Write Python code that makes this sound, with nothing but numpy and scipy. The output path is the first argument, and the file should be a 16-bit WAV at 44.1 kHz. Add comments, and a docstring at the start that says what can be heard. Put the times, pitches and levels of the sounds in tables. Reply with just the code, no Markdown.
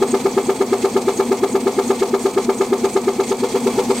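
"""A belt-driven vacuum pump chugs in a small workshop, about a metre away. From the start the motor
hums, the rotor rubs with a hiss and the belt chafes on every lap. Each stroke opens with a soft piston
thump; the exhaust valve flutters upward in pitch, slaps shut, rings the casing and spits air. Light
ticks follow, and near walls throw the knock back. After about three seconds the knock dips briefly
in level and turns higher and brighter, while the hiss grows and the motor swells."""
import sys
import numpy as np
from scipy import signal
from scipy.fft import rfft, irfft, next_fast_len
from scipy.io import wavfile
from scipy.ndimage import uniform_filter1d

SR = 44100
rng = np.random.default_rng(int(sys.argv[2]) if len(sys.argv) > 2 else 0)


def store_pcm(level_fs):
    """Save levels as 16-bit WAV."""
    pcm = np.round(np.clip(level_fs, -1, 1) * 32767).astype(np.int16)
    wavfile.write(sys.argv[1], SR, np.atleast_2d(pcm).T)


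N = 176400
STROKE_S, FIRST_STROKE_S, BELT_LAP_S = 0.11757, 0.0245, 0.353

# how strong the strokes are: time_s, level_db
STROKE_STRENGTH = [(0, 1.5), (3.2, 1), (3.35, -1.5), (3.6, -0.5), (3.9, 1.3)]
# how bright the knock is: time_s, brightness_0_to_1
KNOCK_BRIGHTNESS = [(0, 0.11), (3.2, 0.03), (3.45, 0.9), (4, 0.7)]
# the valve's overtones, from twice its pitch up: level_db, delay_s, half_length_s, bright_change_db
VALVE_OVERTONES = [(-17, 0.0037, 0.0031, 1), (-21.5, 0.0012, 0.0029, -6.5), (-29.5, 0.00034, 0.0017, -8.5),
                   (-33.5, 0.0053, 0.003, 5)]
# notes the casing rings with: pitch_hz, level_db, ring_time_s, bright_change_db
CASING_NOTES = [(160, -64, .1, 4), (277.2, -30, 0.24, 9), (377.4, -31, 0.16, 7.5), (494, -30.5, 0.24, 3.5),
                (597.9, -30.5, 0.37, -1), (717, -29, 0.071, -2), (732, -45, 0.17, -10),
                (856.6, -34, 0.14, -16), (899, -28, 0.083, 10.5), (1020, -78, 0.077, 5),
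                (1078.4, -30.5, 0.19, 3.5), (1158, -35, 0.3, 3), (2096, -37, 0.043, -2),
                (2220, -47.5, 0.068, 0)]
# tone of the spat air: frequency_hz, level_db
SPIT_TONE = [(300, -0.5), (900, 10), (1450, -4.5), (2300, -1), (4000, 1), (6500, -8), (9000, -13.5),
             (12000, -14), (15000, -17.5)]
# echoes from the table and walls: delay_s, level_db
WALL_ECHOES = [(.00809, -2.5), (0.0124, -10.5), (0.0207, -7.5), (0.0307, -13.5), (0.041, -15),
               (.04982, -29), (.06082, -15.5), (.07147, -23.5)]
# ticks within a stroke: delay_s, length_s, pitch_hz, width_hz, level_db
STROKE_TICKS = [(0.011, 0.0031, 6585, 280, -38.5), (0.11, .003, 6830, 300, -45.5),
                (0.053, .0025, 7200, 2084, -35), (0.018, .003, 11500, 2500, -52)]
# mains hum and tones of the turning shaft: pitch_hz, level_db
HUM_TONES = [(120, -48.5), (146, -49.5), (207.3, -40.5), (236.6, -35.5), (240, -32.5), (266, -37)]
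# tone of the drive's rumble: frequency_hz, level_db
RUMBLE_TONE = [(25, -48), (60, -25), (95, -20.5), (150, -11.5), (250, -3.5), (300, -6), (400, 0), (500, -3),
               (600, -9.5), (900, -5), (1200, -16), (1450, -22.5), (2500, -33.5)]
# how loud the hum and rumble are: time_s, level_db
MOTOR_LEVEL = [(0, 1), (1.5, 1), (3.4, -0.5), (3.8, 4.5), (4, 0)]
# steady ringing of the moving parts: pitch_hz, width_hz, level_db
GEAR_RINGS = [(239, 22, -38.5), (459, 30, -40.5), (706, 76, -41.5), (827, 63, -43), (1250, 36, -51),
              (2320, 54, -48), (8270, 450, -50)]
# tone of the rubbing rotor: frequency_hz, level_db
HISS_TONE = [(1400, -1), (1900, 1), (2800, 3.5), (3500, -1), (4300, 4), (5300, -2.5), (6600, 1.5),
             (7500, 0.5), (8400, 4.5), (9600, -9.5), (12000, -12), (15000, -30), (16000, -30)]
# how loud its hiss is: time_s, level_db
HISS_LEVEL = [(0, 0), (1.5, 0), (3.2, -1.7), (3.5, 2.5), (4, 3)]
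# spots where the belt chafes: first_peak_s, half_length_s, pitch_hz, width_hz, level_db
BELT_SPOTS = [(0.1, 0.037, 8130, 230, -39.5), (0.118, 0.0065, 6600, 330, -34),
              (0.116, 0.027, 7500, 3000, -40.5), (0.215, 0.024, 8184, 180, -45),
              (0.327, 0.013, 6000, 2200, -39.5)]
# stereo width and balance: frequency_hz, side_gain_db, left_minus_right_db
STEREO_SPREAD = [(60, -43, -1), (250, -24, 1), (400, -23, 0.57), (553, -21, 2), (1010, -11, 0.4),
                 (2000, -9, -2.8), (4600, -4, 0.5), (8450, -4.5, -3.5), (9550, 2, -4.5), (12300, 2, 11),
                 (15500, -5, 6)]


def pump_strokes(t):
    """Each stroke knocks with a thump, a flutter and a ring, never quite the same twice."""
    out = np.zeros(N)
    strokes = np.arange(FIRST_STROKE_S - STROKE_S, N / SR + STROKE_S / 2, STROKE_S)
    for stroke_s, (late, force, detune, harsh) in zip(strokes, rng.standard_normal((len(strokes), 4))):
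        near = (t > stroke_s - STROKE_S / 2) & (t < stroke_s + 2 * STROKE_S)
        age = t[near] - stroke_s - 0.00023 * late
        bright = curve(KNOCK_BRIGHTNESS, stroke_s)
        knock = valve_flutter(age, bright, detune, harsh) + casing_ring(age, bright) + piston_thump(age)
        out[near] += knock * gain(curve(STROKE_STRENGTH, stroke_s) - 0.06 * force)
    return out


def valve_flutter(age, bright, detune, harsh, pitch_hz=405.3, glide_hz_per_s=5960):
    """The exhaust valve flutters in a short rising burst that turns harsh at full flow."""
    hz = pitch_hz * (1 + 0.0045 * detune + 0.06 * bright)
    phase = 2 * np.pi * (hz * age + glide_hz_per_s * age ** 2 / 2)
    flutter = gain(-8.5) * swell(age, rise_s=0.0094, fall_s=0.0069, bluntness=1.43) * np.sin(phase)
    for multiple, (db, delay, length, change) in enumerate(VALVE_OVERTONES, start=2):
        level = gain(db + 0.6 * harsh + change * bright)
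        flutter += level * swell(age - delay, length, length) * np.sin(multiple * phase)
    return flutter


def casing_ring(age, bright, slap_s=0.002034, softness_s=0.0045):
    """The valve slaps shut and sets the casing ringing."""
    since_slap = age - slap_s
    onset = (1 + np.tanh(since_slap / softness_s)) / 2
    ring = 0
    for hz, db, ring_s, change in CASING_NOTES:
        level = gain(db + change * bright) * onset * fade(np.maximum(since_slap, 0), ring_s)
        ring += level * np.sin(2 * np.pi * hz * since_slap)
    return ring


def piston_thump(age, pitch_hz=69, lead_s=0.0174):
    """The piston gives a low thump just ahead of the flutter."""
    return gain(-41.5) * swell(age + lead_s, 0.023, 0.023) * np.sin(2 * np.pi * pitch_hz * (age + lead_s))


def air_spit(t, delay_s=0.0052):
    """The valve spits a little air with each slap."""
    age = from_nearest_repeat(t, FIRST_STROKE_S + delay_s, STROKE_S)
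    return gain(-29) * swell(age, rise_s=0.0039, fall_s=0.011) * noise(tone_shape(SPIT_TONE))


def workshop(sound, ring_s=0.087, low_cut_hz=870):
    """Adds wall echoes, duller the later they come, and a short wash of sound; gives mid and side."""
    size = next_fast_len(N + SR)
    hz, t = np.fft.rfftfreq(size, 1 / SR), np.arange(SR // 2) / SR
    echoes = [gain(db) * np.exp(-2j * np.pi * hz * delay) / np.hypot(1, hz * delay / 43)
              for delay, db in WALL_ECHOES]
    side = sum((-1) ** k * echo for k, echo in enumerate(echoes))  # left and right in turn
    paths = np.array([1 + sum(echoes), side])
    wash = rng.standard_normal((2, len(t))) * fade(t, ring_s)
    wash *= gain(-0.5) / np.sqrt(np.sum(wash[0] ** 2))
    paths += rfft(wash, size) * hz ** 4 / (hz ** 4 + low_cut_hz ** 4)
    return irfft(rfft(sound, size) * paths, size)[:, :N]


def mechanism_ticks(t):
    """The mechanism ticks crisply at the same points in every stroke, a little unevenly."""
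    out = 0
    for delay, length, hz, width, db in STROKE_TICKS:
        age = from_nearest_repeat(t, FIRST_STROKE_S + delay, STROKE_S)
        out += gain(db + 0.5 * drift(20)) * swell(age, length / 2, length * 2) * noise_band(hz, width)
    return out


def motor(t, swing_db=4.5, lead_s=0.021):
    """The hum swells under the load of each stroke, over the rumble and ringing of the drive."""
    load_db = swing_db * np.cos(2 * np.pi * (t - FIRST_STROKE_S + lead_s) / STROKE_S)
    hum = 0
    for hz, db in HUM_TONES:
        level = np.sqrt(2) * gain(db + load_db + 1.5 * drift(4))
        phase = 2 * np.pi * (hz * t + rng.random((2, 1))) + 0.11 * drift(3.9)
        hum += level * np.sin(phase)
    rumble = gain(-32.5) * noise(tone_shape(RUMBLE_TONE))
    ringing = sum(gain(db) * noise_band(hz, width) for hz, width, db in GEAR_RINGS)
    return gain(curve(MOTOR_LEVEL, t)) * (hum + rumble) + ringing


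def rotor_hiss(t, ripple_db=3.4, ripple_step_hz=70.3):
    """The rotor rubs with a flickering hiss, coloured by many narrow, randomly placed peaks."""
    peaks_db = ripple_db * rng.standard_normal(1024)
    ripple = gain(np.interp(np.fft.rfftfreq(N, 1 / SR), ripple_step_hz * np.arange(1024), peaks_db))
    level = gain(-36.5 + curve(HISS_LEVEL, t) + 2.25 * drift(90))
    return level * noise(tone_shape(HISS_TONE) * ripple)


def belt_chafe(t):
    """The belt chafes with a thin, high sound that comes back on every lap."""
    out = 0
    for first_s, length, hz, width, db in BELT_SPOTS:
        age = from_nearest_repeat(t, first_s, BELT_LAP_S)
        out += gain(db + 2.5 * drift(6.2)) * swell(age, length, length) * noise_band(hz, width)
    return out


def gain(db):
    """Turns decibels into a multiplier."""
    return 10 ** (np.asarray(db) / 20)


def curve(points, at):
    """Reads between a table's rows along straight lines."""
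    return np.interp(at, *np.array(points).T)


def tone_shape(points, column=1):
    """Turns a tone table into a gain for every frequency."""
    rows = np.array(points)
    return gain(np.interp(np.log(np.fft.rfftfreq(N, 1 / SR) + 1), np.log(rows[:, 0]), rows[:, column]))


def noise(tone):
    """Two unrelated noises (mid and side) with the same tone, at a standard level."""
    x = irfft(rfft(rng.standard_normal((2, N))) * tone, N)
    return x / x.std()


def noise_band(hz, width_hz):
    """Noise gathered around one pitch."""
    return noise(1 / (1 + 2 * ((np.fft.rfftfreq(N, 1 / SR) - hz) / width_hz) ** 2))


def drift(rate_hz):
    """A smooth random wander, about 1 in size."""
    hold = int(SR / rate_hz)
    steps = np.repeat(rng.standard_normal(N // hold + 1), hold)
    smooth = uniform_filter1d(uniform_filter1d(steps, hold), hold)[:N]
    return smooth / smooth.std()


def swell(age, rise_s, fall_s, bluntness=2):
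    """A hump in level that peaks at age zero."""
    return np.exp(-np.abs(age / np.where(age < 0, rise_s, fall_s)) ** bluntness)


def fade(age, ring_s):
    """Dies away by 60 dB in ring_s."""
    return np.exp(-np.log(1000) * age / ring_s)


def from_nearest_repeat(t, first_s, period_s):
    """Seconds since the nearest repeat, negative before it."""
    return (t - first_s + period_s / 2) % period_s - period_s / 2


def scene():
    """Mixes mid (what both ears share) and side (how they differ), then makes left and right."""
    t = np.arange(N) / SR
    pump = workshop(pump_strokes(t)) + air_spit(t)
    mid, side = rfft(pump + rotor_hiss(t) + mechanism_ticks(t) + belt_chafe(t) + motor(t))
    side *= tone_shape(STEREO_SPREAD)
    lean = np.sqrt(tone_shape(STEREO_SPREAD, column=2))
    left_right = np.array([(mid + side) * lean, (mid - side) / lean])
    return irfft(left_right * 2 / (lean + 1 / lean), N)


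def record(dry):
    """Cuts the treble above 15750 Hz."""
    return signal.sosfilt(signal.ellip(10, 0.1, 80, 15750, fs=SR, output="sos"), dry)


dry = scene()
out = record(dry)
store_pcm(out)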